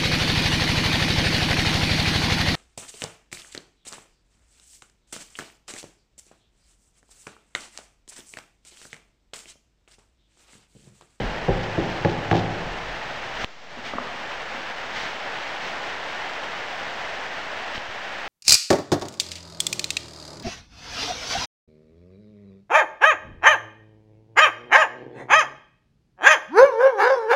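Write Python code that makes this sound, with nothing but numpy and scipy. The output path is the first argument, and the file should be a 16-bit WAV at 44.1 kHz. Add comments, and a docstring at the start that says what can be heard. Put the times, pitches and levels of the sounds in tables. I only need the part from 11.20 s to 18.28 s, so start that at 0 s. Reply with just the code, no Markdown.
"""Over a steady workshop hiss, five pats on moulding sand, a few knocks, then dry scraping strokes.
A hand pats the sand into a small box on a table: decaying box and skin modes, noise puffs, scattered crumbs.
A steel straight edge is picked up with knocks (bench modes) and drawn across the sand (coloured grains).
Hiss, palm, sleeves and table shudder are shaped noise; the ticks are tiny computed pulses.
A sharp tick makes the recorder's gain control duck the hiss, which then swells back."""
import sys
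import numpy as np
from scipy import signal
from scipy.fft import rfft, irfft, next_fast_len
from scipy.io import wavfile
from scipy.ndimage import uniform_filter1d, minimum_filter1d

SR = 44100
rng = np.random.default_rng(int(sys.argv[2]) if len(sys.argv) > 2 else 0)


def to_wav(sig):
    """Store sig (one row per channel, or 1-D mono) as 16-bit WAV at the path in sys.argv[1].

    Samples outside -1..1 are clipped; the rate is SR.
    """
    pcm = np.clip(np.atleast_2d(sig), -1, 1) * 32767
    pcm = np.round(pcm).astype(np.int16)
    wavfile.write(sys.argv[1], SR, pcm.T)  # frames by channels


N = 312228
TIME = np.arange(N) / SR

# Drift of the workshop hiss. Each row: time in seconds, level in dB.
HISS_LEVEL = [(0, -32.5), (3.3, -32.5), (4.5, -31), (5.6, -31.5), (6.4, -31.5), (7.08, -32.5)]
# Colour of the hiss. Each row: frequency in Hz, relative density in dB per Hz.
HISS_COLOUR = [(25, -19.5), (90, -14), (200, -10.5), (350, -8), (580, -1), (800, 1), (1150, -3.5),
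               (1400, -2.5), (1800, -1), (2300, -5.5), (3000, -7.5), (4000, -15), (5500, -20),
               (9000, -32.5)]

# Hand landing on the sand. Each row: start in seconds, level in dB, corner pitch of the palm contact in Hz,
# skin smack in dB, roll from fingers to palm in seconds, table shudder in dB.
PATS = [(0.002, -19, 270, -48, 0.014, -22), (0.283, -12, 416, -30, 0.008, -25.5),
        (0.576, -14, 390, -28, 0.0085, -31.5), (0.8478, -11, 520, -16.5, 0.0076, -31),
        (1.1125, -7.5, 650, -11, 0.0137, -50)]
# Fingers, palm, heel and settling in every pat. Each row: delay in rolls, thud in dB, smack in dB,
# hardness as a factor on the corner pitch.
TOUCHES = [(0, -4.5, -1.5, 1.86), (0.998, 0, -13, 0.96), (2.75, -5, -22, 1.06), (5.8, -16, -26, .9)]
# Filled box on the table top. Each row: frequency in Hz, level in dB, t60 in seconds.
BOX_MODES = [(102.4, -9, 0.25), (119, -8.5, 0.079), (169.3, -14, 0.29), (210, -21, 0.049), (268, -9, 0.076),
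             (325, -5, 0.057), (385, -3.5, 0.02), (479, -1, 0.047), (577, -2.5, 0.021), (716, -1, .04),
             (823, -3.5, 0.1), (1150, -10, 0.027)]
# Slap of skin on damp sand. Each row: frequency in Hz, level in dB, t60 in seconds.
SKIN_MODES = [(945, -22, 0.0057), (1320, 1.5, 0.01), (1694, 0, 0.018), (2230, 5.5, 0.0081),
              (3200, -13, .006)]
# Crumbs flung off by a pat. Each row: frequency in Hz, relative density in dB per Hz.
CRUMB_COLOUR = [(800, -10), (3000, 7), (5500, -2), (7000, -9), (9000, -24)]
TOUCH_SCATTER = 0.109  # share by which the roll is uneven
CRUSH_TOP_HZ = 660  # damp sand gives way dully, however hard the touch
PUSH_HZ, PUSH_PEAK_S = 124, 0.0046  # shove by the weight of the hand, as strong as the pat
PUSH_MOST_DB = -11  # packed sand gives no further
PAT_WET_DB = -14.5

# Palm on the sand. Each row: frequency in Hz, relative density in dB per Hz.
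RUB_COLOUR = [(60, -8.5), (100, -4.5), (150, 0.5), (200, -7.5), (420, -5.5), (600, -8.5), (830, -5),
              (1100, -19.5), (2500, -57.5)]
RUB_DB, RUB_END_S, RUB_FADE_DB_PER_S = -35.5, 1.47, 80  # palm brushes until it lifts off
SLIDE_DB, SLIDE_PEAK_S = -41, 0.24  # extra push after each pat
SHIFT_DB, SHIFT_END_S, SHIFT_FADE_DB_PER_S = -46, 2.62, 15.5  # arm drawing back along the table

# Low shudder of the table. Each row: frequency in Hz, relative density in dB per Hz.
SHUDDER_COLOUR = [(15, -14.5), (28, -1), (40, 17), (52, -14), (75, -31.5), (150, -58)]
SHUDDER_PEAK_S = 0.036  # after a pat
LEAN_DB, LEAN_END_S, LEAN_FADE_DB_PER_S, TREMBLE_FLOOR_DB = -44.5, 1.5, 12, -65.5

# Sleeve swishes. Each row: time of the peak in seconds, level in dB, rise in seconds.
SWISHES = [(0.436, -34.5, 0.0076), (1.16, -35, 0.026), (2.223, -33, 0.056), (2.665, -30, 0.022),
           (3.791, -32.5, 0.062), (4.46, -38, 0.046), (6.555, -33.5, 0.015)]
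# Sleeve cloth. Each row: frequency in Hz, relative density in dB per Hz.
SWISH_COLOUR = [(100, -7), (230, 0.5), (500, -11), (2000, 1.5), (3500, -4.5), (6000, -12), (9000, -27)]
SWISH_FALL = 1.9  # fall time over rise time

# Tools knocking on the bench. Each row: start in seconds, level in dB, corner pitch of the contact in Hz.
KNOCKS = [(2.238, -26, 2500), (2.572, -14, 250), (2.7356, -16.5, 1200), (2.7836, -17.5, 1800),
          (2.816, -29, 800), (3.347, -28, 500), (3.776, -25, 300)]
# Bench with the tools on it. Each row: frequency in Hz, level in dB, t60 in seconds.
BENCH_MODES = [(240, -10, 0.059), (585, 0, 0.02), (705, -7.5, 0.093), (887, 1, 0.015), (1206, 5.5, 0.017),
               (1990, -14, .02)]
REBOUND_S, REBOUND_LOSS_DB, REBOUND_HZ = 0.016, 11, 750  # spacing, loss per rebound, highest corner pitch

# Sharp ticks. Each row: start in seconds, gain of the spike in dB, of the snap in dB, of the bump in dB.
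TICKS = [(2.2448, 10, -6, -17.5), (6.579, -3.5, -16, -25), (6.691, -45, -38, -31)]

# Strokes of the straight edge. Each row: start in seconds, end in seconds, level in dB.
STROKES = [(4.746, 6.12, -45.5), (6.773, 7.203, -42.5)]
# Sand shaved by the edge. Each row: frequency in Hz, relative density in dB per Hz.
SAND_COLOUR = [(200, -8.5), (700, -3), (1800, 6.5), (3200, -6), (5500, -16.5), (9000, -21)]
STROKE_EASE_S = 0.11  # the edge bites in and runs out gradually

ROOM_T60_S, WALL_CUT_HZ = 0.73, 1950

# The recorder's own noise. Each row: frequency in Hz, relative density in dB per Hz.
SELF_NOISE_COLOUR = [(40, -7.5), (130, 0), (400, 4.5), (2500, 5), (5500, -1), (7500, -8.5), (9000, -28)]
LIMIT_DB, MIC_TOP_HZ, CUTOFF_HZ = -4.5, 9050, 15900


def from_db(db):
    """Decibels to gain."""
    return 10 ** (np.asarray(db) / 20)


def rms_one(x):
    """Scale to rms 1."""
    return x / np.sqrt(np.mean(x ** 2) + 1e-20)


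def level(rows):
    """Gain over time from (s, dB) rows."""
    return from_db(np.interp(TIME, *np.transpose(rows)))


def cut(x, hz, kind="low", order=2):
    """Causal low- or high-pass."""
    sos = signal.butter(order, min(hz, .45 * SR), kind, fs=SR, output="sos")
    return signal.sosfilt(sos, x + 1e-18)


def colour(x, spectrum):
    """Filter by a (Hz, dB) curve, interpolated over log frequency; rms 1."""
    size = next_fast_len(N)
    hz, db = np.transpose(spectrum)
    bins_hz = np.maximum(np.arange(size // 2 + 1) * SR / size, 1)
    gain = from_db(np.interp(np.log(bins_hz), np.log(hz), db))
    return rms_one(irfft(rfft(x, size) * gain, size)[:N])


def noise(spectrum):
    """Smooth coloured noise; rms 1."""
    return colour(rng.standard_normal(N), spectrum)


def grains(per_s):
    """Tiny clicks of random size at random moments; rms 1."""
    return rms_one((rng.random(N) < per_s / SR) * rng.standard_normal(N))


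def add(out, s, sound):
    """Mix a sound in at time s."""
    start = max(round(s * SR), 0)
    out[start:start + len(sound)] += sound[:N - start]


def waver(depth_db, rate_hz):
    """A gain that wanders at random."""
    return from_db(depth_db * noise([(1, 0), (rate_hz, 0), (4 * rate_hz, -30), (16 * rate_hz, -90)]))


def hold(db, end_s, fade_db_per_s):
    """A gain that holds until end_s and then fades steadily in dB."""
    return from_db(db - fade_db_per_s * np.maximum(TIME - end_s, 0))


def swell(s, peak_s):
    """A gain that rises from time s, reaches 1 after peak_s and dies away."""
    age = np.maximum(TIME - s, 0) / peak_s
    return np.square(age * np.exp(1 - age))


def strike(modes, contact_hz, spread_db):
    """One blow: a soft contact leaves high modes quiet; mode strengths scatter at random."""
    hz, db, t60 = np.transpose(modes)[:, :, None]
    t = TIME[:SR // 2]
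    softness = np.hypot(1, np.square(hz / contact_hz))
    strength = from_db(db + spread_db * rng.standard_normal(hz.shape)) / softness
    sign = (-1) ** np.arange(len(hz))[:, None]
    return np.sum(sign * strength * from_db(-60 * t / t60) * np.sin(2 * np.pi * hz * t), axis=0)


def burst(top_hz, t60):
    """A dying puff of noise, starting at about rms 1."""
    t = TIME[:SR // 2]
    return rms_one(cut(rng.standard_normal(len(t)), top_hz, order=3)) * from_db(-60 * t / t60)


def room(x, wet_db, build_s):
    """Direct sound plus a dull, diffuse tail from the walls that builds up over build_s."""
    t = TIME[:SR]
    tail = cut(rng.standard_normal(SR), WALL_CUT_HZ) * from_db(-60 * t / ROOM_T60_S)
    tail = tail * (1 - np.exp(-t / build_s))
    tail = tail / np.sqrt(np.sum(tail ** 2))
    return x + from_db(wet_db) * signal.fftconvolve(x, tail)[:N]


def hiss(fizz_db):
    """A steady rush, as of an air line or burner: wavering noise with a fine fizz of grains on top."""
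    fizz = cut(grains(per_s=980), 3800, "high")
    rush = colour(rng.standard_normal(N) + from_db(fizz_db) * fizz, HISS_COLOUR)
    return level(HISS_LEVEL) * waver(depth_db=0.55, rate_hz=16) * rush


def pats(crush_db, crumb_db, grit_db):
    """Skin smacks, the hand's weight shoves, damp sand gives way with a puff, box thuds, crumbs scatter."""
    thuds, smacks, scatter = np.zeros((3, N))
    t = TIME[:SR // 2]
    push = swell(0, PUSH_PEAK_S)[:len(t)] * np.sin(2 * np.pi * PUSH_HZ * t)
    crumb_fall = np.exp(-np.square((t - .055) / 0.056))
    for s, db, contact_hz, smack_db, roll_s, _ in PATS:
        add(thuds, s, from_db(min(db, PUSH_MOST_DB)) * push)
        for rolls, touch_db, touch_smack_db, hardness in TOUCHES:
            uneven = TOUCH_SCATTER * np.sqrt(abs(rolls)) * rng.uniform(-0.91, 1)
            lands_s = s + roll_s * (rolls + uneven)
            top_hz = hardness * contact_hz
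            crush = from_db(crush_db) * burst(min(top_hz, CRUSH_TOP_HZ), t60=0.052)
            thud = strike(BOX_MODES, top_hz, spread_db=2.5) + crush
            grit = from_db(grit_db) * burst(top_hz=3500, t60=0.043)
            smack = strike(SKIN_MODES, contact_hz=4000, spread_db=5.0) + grit
            add(thuds, lands_s, from_db(db + touch_db) * thud)
            add(smacks, lands_s, from_db(smack_db + touch_smack_db) * smack)
        add(scatter, s, from_db(smack_db) * crumb_fall)  # harder smack, louder crumbs
    crumbs = from_db(crumb_db) * scatter * colour(grains(per_s=660), CRUMB_COLOUR)
    return room(cut(thuds, 99, "high", order=3) + smacks, PAT_WET_DB, build_s=0.0056) + crumbs


def rub():
    """The palm brushes over the sand, sliding on after each pat; then the arm draws back."""
    slides = from_db(SLIDE_DB) * sum(swell(s, SLIDE_PEAK_S) for s, *_ in PATS)
    palm = np.hypot(hold(RUB_DB, RUB_END_S, RUB_FADE_DB_PER_S), slides)
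    arm = hold(SHIFT_DB, SHIFT_END_S, SHIFT_FADE_DB_PER_S)
    return np.hypot(palm, arm) * noise(RUB_COLOUR)


def shudder():
    """The table trembles under the leaning arm and shakes after each pat."""
    shakes = sum(from_db(shudder_db) * swell(s, SHUDDER_PEAK_S) for s, *_, shudder_db in PATS)
    tremble = hold(LEAN_DB, LEAN_END_S, LEAN_FADE_DB_PER_S) + from_db(TREMBLE_FLOOR_DB)
    return np.hypot(shakes, tremble) * noise(SHUDDER_COLOUR)


def sleeves():
    """Cloth swishes: noise that rises quickly and trails off."""
    gain = np.zeros(N)
    for s, db, rise_s in SWISHES:
        width_s = np.where(TIME < s, rise_s, SWISH_FALL * rise_s)
        gain += from_db(db) * np.exp(-np.square((TIME - s) / width_s))
    return gain * noise(SWISH_COLOUR)


def knocks(count=2):
    """Short knocks on the bench, a little way off, each with softer, duller, uneven rebounds."""
    out = np.zeros(N)
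    for s, db, contact_hz in KNOCKS:
        add(out, s, from_db(db) * strike(BENCH_MODES, contact_hz, spread_db=2.5))
        for k in range(1, count + 1):
            rebound = strike(BENCH_MODES, min(contact_hz, REBOUND_HZ), spread_db=8.0)
            lands_s = s + REBOUND_S * (k + rng.uniform(-0.223, .25))
            add(out, lands_s, from_db(db - k * REBOUND_LOSS_DB) * rebound)
    return room(out, wet_db=-16, build_s=0.01)


def ticks(spike_s, snap_hz, snap_s, bump_s):
    """A needle-sharp spike, too high to hear, with a brief bright ring and a low bump that drains away."""
    out, t = np.zeros(N), TIME[:SR // 10]
    spike = t / spike_s * np.exp(1 - t / spike_s) * np.cos(np.pi * SR * t)  # carrier at SR / 2
    spike = cut(spike, CUTOFF_HZ, "high", order=6)
    snap = cut(np.exp(-t / snap_s) * np.sin(2 * np.pi * snap_hz * t), 5400, order=4)
    bump = -cut(np.exp(-t / bump_s), 1500)
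    for s, spike_db, snap_db, bump_db in TICKS:
        add(out, s, from_db(spike_db) * spike + from_db(snap_db) * snap + from_db(bump_db) * bump)
    return out


def scrape():
    """Grains break loose unevenly under the steel edge, at an even pressure through each stroke."""
    pressure = np.zeros(N)
    for start_s, end_s, db in STROKES:
        ease = np.minimum(TIME - start_s, end_s - TIME) / STROKE_EASE_S
        pressure += from_db(db) * np.clip(ease, 0, 1)
    return pressure * waver(depth_db=3.0, rate_hz=23) * colour(grains(per_s=2900), SAND_COLOUR)


def scene():
    """Everything at the one microphone."""
    mix = hiss(fizz_db=-4)
    mix += pats(crush_db=0.5, crumb_db=-24.5, grit_db=-10.0)
    mix += rub() + shudder() + sleeves() + knocks()
    mix += ticks(spike_s=.00006, snap_hz=3100, snap_s=0.0004, bump_s=0.0028)
    return (mix + scrape())[None]


def gain_control(x, threshold_db, hold_s, release_s, attack_s):
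    """Peaks over the threshold pull the gain down; it waits, then climbs back, slower near the top."""
    over_db = np.maximum(20 * np.log10(np.abs(x) + 1e-9) - threshold_db, 1e-9)
    half = int(hold_s * SR / 2)
    # largest excess within the last hold_s
    held_db = -minimum_filter1d(-over_db, 2 * half + 1, origin=half, mode="nearest")
    # the excess in dB decays exponentially
    duck_db = np.exp(np.maximum.accumulate(np.log(held_db) + TIME / release_s) - TIME / release_s)
    r = np.exp(-1 / (attack_s * SR))
    return x * from_db(-signal.lfilter([1 - r], [1, -r], duck_db))


def steep_low(x, hz, order):
    """Steep elliptic low-pass."""
    return signal.sosfilt(signal.ellip(order, .2, 80, hz, fs=SR, output="sos"), x)


def record(dry):
    """Gain control, self-noise, rounded peaks, narrow band, a faint thin top hiss and a small offset."""
    ceiling, offset = .46, -.007
    x = gain_control(dry[0], LIMIT_DB, hold_s=0.16, release_s=0.19, attack_s=0.0048)
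    x = cut(x + from_db(-49) * noise(SELF_NOISE_COLOUR), 6680)
    x = steep_low(ceiling * np.tanh(x / ceiling), MIC_TOP_HZ, order=10)
    # the thin hiss rises and falls with the treble
    treble = np.sqrt(np.abs(uniform_filter1d(cut(x, 5000, "high") ** 2, size=SR // 150)))
    thin_hiss = treble * cut(rng.standard_normal(N), 13670, "high", order=24)
    x = x + from_db(-16.5) * thin_hiss
    return offset + steep_low(x, CUTOFF_HZ, order=12)[None]


dry = scene()
out = record(dry)
to_wav(out)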